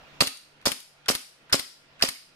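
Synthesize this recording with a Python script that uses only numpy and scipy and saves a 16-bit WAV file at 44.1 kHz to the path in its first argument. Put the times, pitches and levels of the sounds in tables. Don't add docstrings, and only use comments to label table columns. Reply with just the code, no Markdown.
import sys
import numpy as np
from scipy import signal
from scipy.fft import rfft, irfft
from scipy.io import wavfile
from scipy.ndimage import uniform_filter1d

SR = 44100
rng = np.random.default_rng(int(sys.argv[2]) if len(sys.argv) > 2 else 0)


def master(y):
    cut = np.clip(np.atleast_2d(y).T, -1, 1)
    pcm = np.round(cut * 32767)
    wavfile.write(sys.argv[1], SR, pcm.astype(np.int16))


def linear_from_db(decibels):
    return 10 ** (np.asarray(decibels, float) / 20)


N = 103635
PORT_LAG_S = .00014
KNOCK_T60_S, KNOCK_TURNS = 0.011, 3.8

# [t/s, peak level/dB, steel ring f/Hz, left-right/dB]
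SHOTS = [
    (0.207, -12, 4410, 2),
    (0.657, -12.5, 5290, 1.5),
    (1.085, -12.5, 5070, 2.5),
    (1.527, -11.5, 5125, 3),
    (2.023, -14, 5040, 2.5),
]
# [f/Hz, level/dB]
BURST_COLOUR = [(60, -11.5), (250, -7.5), (600, 0), (1500, -3.5), (3500, -3), (4900, 2.5), (6650, -3.5),
                (9400, -8.5), (13000, -7.5), (16000, -21.5)]
# [f/Hz, left-right/dB]
PORT_BALANCE = [(60, -2.5), (290, 3), (640, -1.5), (2500, -2.5), (4800, -4.5), (7800, 5), (9400, 12.5),
                (11500, -2.5)]


def evened(x):
    return x / np.sqrt(np.mean(x ** 2) + 1e-20)


def read(points, hz):
    f, value = np.transpose(points)
    return np.interp(np.log(hz + 1), np.log(f + 1), value)


def add(mix, s, sound):
    part = mix[:, round(s * SR):][:, :sound.shape[1]]
    part += sound[:, :part.shape[1]]


def sides(pan_db):
    return np.array([[.5], [-.5]]) * pan_db


def tint(x, points):
    level_db = read(points, abs(np.fft.fftfreq(4096, 1 / SR)))
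    log_gain = np.log(linear_from_db(np.maximum(level_db, -100)))
    taps = np.fft.ifft(np.exp(np.conj(signal.hilbert(log_gain)))).real[:2048]
    return signal.oaconvolve(x, taps[None], axes=1)[:, :x.shape[1]]


def ring(x, modes, scale):
    t = np.arange(4000) / SR
    taps = np.zeros((2, len(t)))
    for f, db, t60 in modes:
        turns = f * scale * t + rng.random((2, 1))
        taps += linear_from_db(db - 60 * t / t60) * np.sin(2 * np.pi * turns)
    return signal.oaconvolve(x, taps, axes=1)[:, :x.shape[1]]


def rattle(rise_s, hold_s, t60, spread_db, same):
    t = np.arange(0, .12, 1 / SR)
    fall = linear_from_db(-60 * np.maximum(t - rise_s - hold_s, 0) / t60)
    shape = np.minimum(t / rise_s, 1) ** 2 * fall
    lumps = linear_from_db(spread_db * evened(uniform_filter1d(rng.standard_normal(len(t)), size=30)))
    left, other = rng.standard_normal((len(t), 2)).T
    right = np.roll(same * left + np.sqrt(1 - same ** 2) * other, round(PORT_LAG_S * SR))
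    return np.array([left, right]) * lumps * shape


def clank(drive, colour, ring_hz, ring_db, db, pan_db):
    # [multiple of the ring pitch, level/dB, t60/s]
    steel_modes = [(.46, -10, .03), (.63, -9, .03), (.76, -8, .03), (.92, -4, .025), (.98, 0, .028),
                   (1.04, -1, .025), (1.1, -5, .025)]
    ringing = evened(ring(drive, steel_modes, ring_hz))
    mixed = evened(tint(drive, colour)) + linear_from_db(ring_db) * ringing
    peak = np.sqrt(uniform_filter1d((mixed ** 2).mean(0), size=180).max())
    return mixed / peak * linear_from_db(db + sides(pan_db))


def shop():
    # [f/Hz, level/dB]
    hum_colour = [(30, 0), (70, -12), (140, -4), (300, -3.5), (2540, -4.5), (5500, -15.5), (9000, -31.5),
                  (15000, -31)]
    # [f/Hz, likeness]
    hum_likeness = [(60, 0.67), (380, 0.64), (2380, -0.19), (15000, 0.36)]
    frames, hz = N // 256 + 5, np.fft.rfftfreq(1024, 1 / SR)
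    a, b, c, d, patches = rng.standard_normal((frames, 513, 5)).T
    patches = uniform_filter1d(patches, size=8, axis=0)
    patches = evened(uniform_filter1d(patches, size=8, axis=1))
    same = np.clip(read(hum_likeness, hz), -1, 1)[:, None]
    left = a + 1j * b
    right = same * left + np.sqrt(1 - same ** 2) * (c + 1j * d)
    z = np.array([left, right]) * linear_from_db(read(hum_colour, hz)[:, None] + 1.46 * patches)
    wash = signal.istft(z, nperseg=1024, noverlap=768)[1][:, :N]
    return linear_from_db(-52.5) * evened(wash)


def motors():
    # [f/Hz, level/dB]
    motor_lines = [(145.3, -74.5), (358, -93), (506, -81), (651.4, -79), (1394, -77)]
    out = np.zeros(N)
    for f, db in motor_lines:
        waver = evened(uniform_filter1d(rng.standard_normal((N, 2)), size=5000, axis=0)).T
        turns = np.cumsum(f + 1.26 * waver[1]) / SR
        out += linear_from_db(db + 9.0 + 2.0 * waver[0]) * np.sin(2 * np.pi * turns)
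    return out


def ducking(depth_db, back_s):
    t, down_db = np.arange(N) / SR, np.zeros(N)
    for s, *_ in SHOTS:
        creep = np.exp(-np.maximum(t - s - .1, 0) / back_s)
        down_db = np.maximum(down_db, (t > s) * depth_db * creep)
    return linear_from_db(-uniform_filter1d(down_db, size=400))


def background():
    hum = shop()
    low = signal.sosfilt(signal.butter(2, 400, fs=SR, output="sos"), hum)
    ducked_low = low * (ducking(25.5, 0.21) + 0.14)
    ducked_high = (hum - low) * ducking(16.4, 0.29)
    return ducked_low + ducked_high + motors() * ducking(21.6, 0.16)


def gas_burst(db, ring_hz, pan_db):
    return clank(rattle(0.0024, 0.012, 0.069, 1.5, 0.083), BURST_COLOUR, ring_hz, -7.0, db - 7.0, pan_db)


def hammer_crack(db, ring_hz, pan_db):
    # [f/Hz, level/dB]
    crack_colour = [(100, -2), (500, -5.5), (1500, 1.5), (3000, 4.5), (4800, 1.5), (7000, -12),
                    (11500, -12), (16000, -51)]
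    return clank(rattle(0.00055, 0.0045, 0.019, 1.14, 0.62), crack_colour, ring_hz, -4.0, db - 5., pan_db)


def knock(db, hz, pan_db, t60):
    rise_s = 0.00064
    t = np.arange(0, .08, 1 / SR) - np.array([[0], [PORT_LAG_S]])
    shape = np.clip(t / rise_s, 0, 1) ** 2 * linear_from_db(-60 * np.maximum(t - rise_s, 0) / t60)
    first = np.sin(2 * np.pi * (hz * t + rng.random()))
    second = np.sin(2 * np.pi * (hz * rng.uniform(0.869, 1.12) * t + rng.random((2, 1))))
    gain = linear_from_db(db + sides(pan_db - read(PORT_BALANCE, hz)))
    return gain * shape * (first + 0.83 * second)


def room(x, db):
    # [f/Hz, t60/s]
    room_decay = [(100, 0.46), (270, 0.16), (600, 0.33), (1400, 0.45), (3700, 0.48), (5000, 0.53),
                  (9400, 0.46), (13000, 0.44)]
    # [f/Hz, level/dB]
    echo_colour = [(80, -26), (262, -4), (680, -5.5), (2500, -5), (4000, -2), (4930, -0.5), (6000, -4),
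                   (9400, -8), (13100, -9), (15500, -28)]
    taps = np.zeros((2, SR))
    at = np.arange(200, SR - 20, 20)
    at = at + rng.integers(0, 20, (2, len(at)))
    np.put_along_axis(taps, at, rng.choice([-1., 1.], at.shape), 1)
    hz, t, z = signal.stft(taps, SR, nperseg=256)
    dying = linear_from_db(-60 * t / read(room_decay, hz)[:, None])
    tail = signal.istft(z * dying, SR, nperseg=256)[1]
    tail = tint(tail, [(f, g - read(BURST_COLOUR, f)) for f, g in echo_colour])
    return linear_from_db(db) * signal.fftconvolve(x, tail / np.linalg.norm(tail[0]), axes=1)[:, :N]


def puff(db, hz):
    turns = np.arange(0, 5.2 / hz, 1 / SR) * hz
    shape = np.minimum(turns * 1.77, 1) * linear_from_db(-14. * turns)
    return linear_from_db(db) * np.array([[1.], [-.25]]) * np.sin(2 * np.pi * turns) * shape


def punch(db):
    # [f/Hz, level/dB, t60/s]
    panel_modes = [(272.4, -15.5, 0.18), (534.4, -7, 0.047), (928, -10, 0.012), (1200, -29, 0.0062)]
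    t = np.arange(0, .2, 1 / SR)
    u, late = (t - .0005) / .0006, (t - .0017) / .0007
    pulse = np.where(u > 0, -np.exp(-u ** 2), .65 * t / .0005)
    pulse = pulse + .7 * (late > 0) * np.exp(-np.abs(late))
    panel = np.zeros(len(t))
    for f, g, t60 in panel_modes:
        panel -= linear_from_db(g - 60 * t / t60) * np.sin(2 * np.pi * f * rng.uniform(0.97, 1.015) * t)
    pulse = signal.lfilter(*signal.butter(1, 120, "high", fs=SR), uniform_filter1d(pulse, size=5))
    return linear_from_db(db - 5.5 + np.array([[-2.5], [1.5]])) * (pulse + linear_from_db(-8.0) * panel)


def toggle_slam(db, ring_hz):
    # [f/Hz, level/dB]
    slam_colour = [(100, -9.5), (516, -2.5), (873, -1.5), (4680, 0), (6500, -4.5), (7600, -6),
                   (12100, -10.5), (16000, -26)]
    return clank(rattle(0.0036, 0.0016, 0.089, 1.7, 0.3), slam_colour, ring_hz, -11.0, db + 7.0, 0)


def toggle_shut(mix, s, db, ring_hz, pan_db):
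    # [f/Hz, level/dB]
    snap_colour = [(100, -10.5), (570, -6), (4340, 2.5), (8000, -8.5), (9450, -2), (10700, -6.5),
                   (13800, -8), (16000, -22)]
    snap = rattle(0.00092, 0.004, 0.036, 3.0, 0.38)
    add(mix, s - .0005, clank(snap, snap_colour, ring_hz, -25.0, db - 2.5, pan_db))
    scrape = rattle(0.03, 0.00103, 0.024, 1.8, 0.57)
    add(mix, s - .03, clank(scrape, snap_colour, ring_hz, -42.0, db - 11., 0))


def thud(db):
    return linear_from_db(db) * np.array([[1.], [.1]]) * np.hanning(round(0.0038 * SR))


def bounce(db):
    colour = [(1500, -25), (3500, 0), (10000, -1), (14000, -10)]
    return clank(rattle(.0004, .001, 0.026, 3.6, 0.13), colour, 4760, -30, db, 0)


def tick(db, hz, length_s, bright_db):
    thin_colour = [(1500, -6), (9500, 0), (13500, -6), (15000, -50)]
    thin = clank(rattle(.0003, .0004, .006, 2, .7), thin_colour, 4800, -40, db + bright_db + 8., 0)
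    buzz_colour = [(hz / 3, -18), (hz, 0), (hz * 3.1, -12), (6500, bright_db - 6.0),
                   (9500, bright_db - 1.5), (13500, bright_db - 7.5), (15000, -60)]
    buzz = clank(rattle(.0006, length_s, .012, 3., .7), buzz_colour, hz, -28.0, db - 1.5, 0)
    spring = knock(db + 1.5, hz, 0, 0.015 + 2 * length_s)[:, :buzz.shape[1]]
    add(buzz, 0, spring)
    return thin + buzz


def scene():
    # [t/s, peak level/dB]
    cracks = [
        (0.2057, -10),
        (.6565, -16.5),
        (1.0854, -13),
        (1.528, -11.5),
        (2.0218, -11.5),
    ]
    # [t/s, peak level/dB]
    hits = [
        (0.2223, -5.5),
        (0.6711, -5.5),
        (1.101, -6),
        (1.5433, -4.5),
        (2.0381, -8),
    ]
    # [t/s, peak level/dB]
    backs = [
        (0.2311, -35),
        (0.6779, -31.5),
        (1.1075, -32),
        (1.5488, -33),
        (2.0455, -33.5),
    ]
    # [t/s, peak level/dB, left-right/dB]
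    shuts = [
        (0.271, -23.5, 2.5),
        (0.717, -24, 7),
        (1.1503, -23, 3.5),
        (1.5934, -25.5, 6.5),
        (2.087, -23, 4),
    ]
    # [t/s, peak level/dB, ring f/Hz, left-right/dB]
    knocks = [(0.2074, -9, 4380, -12.5), (0.2092, -15.5, 1090, -1), (0.2116, -19.5, 1200, -4),
              (0.2131, -17, 5150, -18), (0.2156, -28, 4400, -3), (0.2177, -29, 5120, 0),
              (0.229, -29, 7410, 14), (0.2486, -25, 4740, 0), (0.2715, -28, 4020, -4),
              (0.2769, -22, 2780, -5), (0.6579, -19.5, 5160, -8), (0.659, -26, 820, -8),
              (0.6619, -20, 578, 0), (0.6621, -26, 5150, -4), (0.6648, -17, 4520, -9),
              (0.669, -19, 4800, -3), (0.6772, -28, 6860, 3), (0.691, -31, 4810, -2),
              (0.7182, -25, 3450, -7), (0.7227, -31, 2350, -16), (1.0855, -20, 5200, -10),
              (1.0873, -17, 1160, 0), (1.0901, -24, 746, -2), (1.092, -16, 4770, -9),
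              (1.0945, -17.5, 5030, -4), (1.0968, -32, 5000, -4), (1.1079, -23.5, 8400, 13),
              (1.1209, -38, 5060, -6), (1.1505, -20.5, 4810, 2), (1.1526, -30, 4650, 1),
              (1.5256, -30, 3170, -2), (1.527, -15, 5070, 6), (1.5292, -17, 5140, -9),
              (1.5295, -13.5, 1525, -1.5), (1.5333, -14.5, 4820, -11), (1.5362, -18, 5000, -2),
              (1.5523, -20, 7230, 11), (1.559, -31, 5270, -1.5), (1.5946, -27, 2110, -3),
              (1.596, -28, 4410, 1), (2.0237, -14.5, 2670, -8), (2.024, -7, 4760, -5),
              (2.0277, -23.5, 676, -1), (2.029, -21, 5300, -5), (2.031, -29, 5100, -1),
              (2.035, -17, 4800, -6), (2.0515, -34, 7100, 12), (2.0736, -24, 5170, -4),
              (2.0878, -33.5, 2220, 4), (2.092, -33, 4960, -3)]
    # [t/s, level/dB, f/Hz]
    puffs = [
        (0.2102, -6.5, 166),
        (0.656, -22.5, 62),
        (1.084, -25, 62),
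        (1.524, -18.5, 68),
        (2.024, -29, 109),
    ]
    # [t/s, peak level/dB]
    bounces = [
        (0.3714, -43.5),
        (0.8028, -41.5),
    ]
    # [t/s, peak level/dB, spring f/Hz, length/s, brightness/dB]
    ticks = [
        (0.614, -53.5, 2500, .003, -15.5),
        (0.624, -53.5, 1500, .006, -20),
        (1.0583, -44, 3310, 0.0033, -27),
        (1.064, -46.5, 1430, .006, -28),
        (1.075, -50, 1390, 0.0023, -21),
        (1.496, -45.5, 1540, 0.012, -19.5),
        (1.5155, -43.5, 1510, 0.0086, -57),
        (1.994, -49, 2560, 0.0054, -18),
        (2.0017, -43, 1620, 0.0025, -21),
        (2.0107, -34.5, 1527, .006, -20.5),
    ]
    # [t/s, level/dB, f/Hz]
    springs = [
        (2.087, -34, 2165),
        (2.158, -45.5, 2210),
    ]

    gun, small, near, steel = np.zeros((4, 2, N))
    for shot, crack, hit, back, shut in zip(SHOTS, cracks, hits, backs, shuts):
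        s, db, hz, pan = shot
        add(gun, s - .003, gas_burst(db, hz, pan))
        add(gun, crack[0], hammer_crack(crack[1], hz, pan))
        add(gun, hit[0] - .0004, punch(hit[1]))
        add(gun, back[0] - .001, toggle_slam(back[1], hz))
        toggle_shut(gun, shut[0], shut[1], hz, shut[2])
        add(near, shut[0], thud(shut[1] - 9.))
    for s, db, hz, pan in knocks:
        add(steel, s, knock(db - .8, hz, pan, KNOCK_T60_S + KNOCK_TURNS / hz))
    for s, db, hz in puffs:
        add(near, s, puff(db, hz))
    for s, db in bounces:
        add(small, s, bounce(db))
    for s, db, hz, length_s, bright_db in ticks:
        add(small, s, tick(db, hz, length_s, bright_db))
    for s, db, hz in springs:
        add(small, s, knock(db, hz, -1.0, 0.051))
    echoes = room(gun + small + linear_from_db(-4.5) * steel, -12.5)
    return gun + small + near + steel + echoes + background()


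def low_pass(x):
    return signal.sosfilt(signal.butter(12, 16650, fs=SR, output="sos"), x)


def record(dry):
    limit, edge_hz, gate_hz = .9, 15200, 9500
    hz = np.fft.rfftfreq(N, 1 / SR)
    colour = linear_from_db(sides(read(PORT_BALANCE, hz))) / np.sqrt(1 + (hz / edge_hz) ** 70)
    limited = limit * np.tanh(dry / limit)
    f, t, z = signal.stft(irfft(rfft(limited) * colour, N), SR, nperseg=1024)
    band = np.sqrt(abs(uniform_filter1d(abs(z) ** 2, size=5, axis=1)))
    ragged = uniform_filter1d(rng.standard_normal((len(t), len(f))), size=4, axis=0)
    ragged = evened(uniform_filter1d(ragged, size=10, axis=1)).T
    gate_db = -111 + 1.6 * (f - gate_hz)[:, None] / 1000 + 5.8 * ragged + 7 * (f > 15700)[:, None]
    gate = linear_from_db(gate_db) * (f > gate_hz)[:, None]
    opened = np.clip(band / (gate + 1e-12), 0, 1) ** 6
    mix = signal.istft(z * opened, SR, nperseg=1024)[1][:, :N]
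    return low_pass(mix)


dry = scene()
out = record(dry)
master(out)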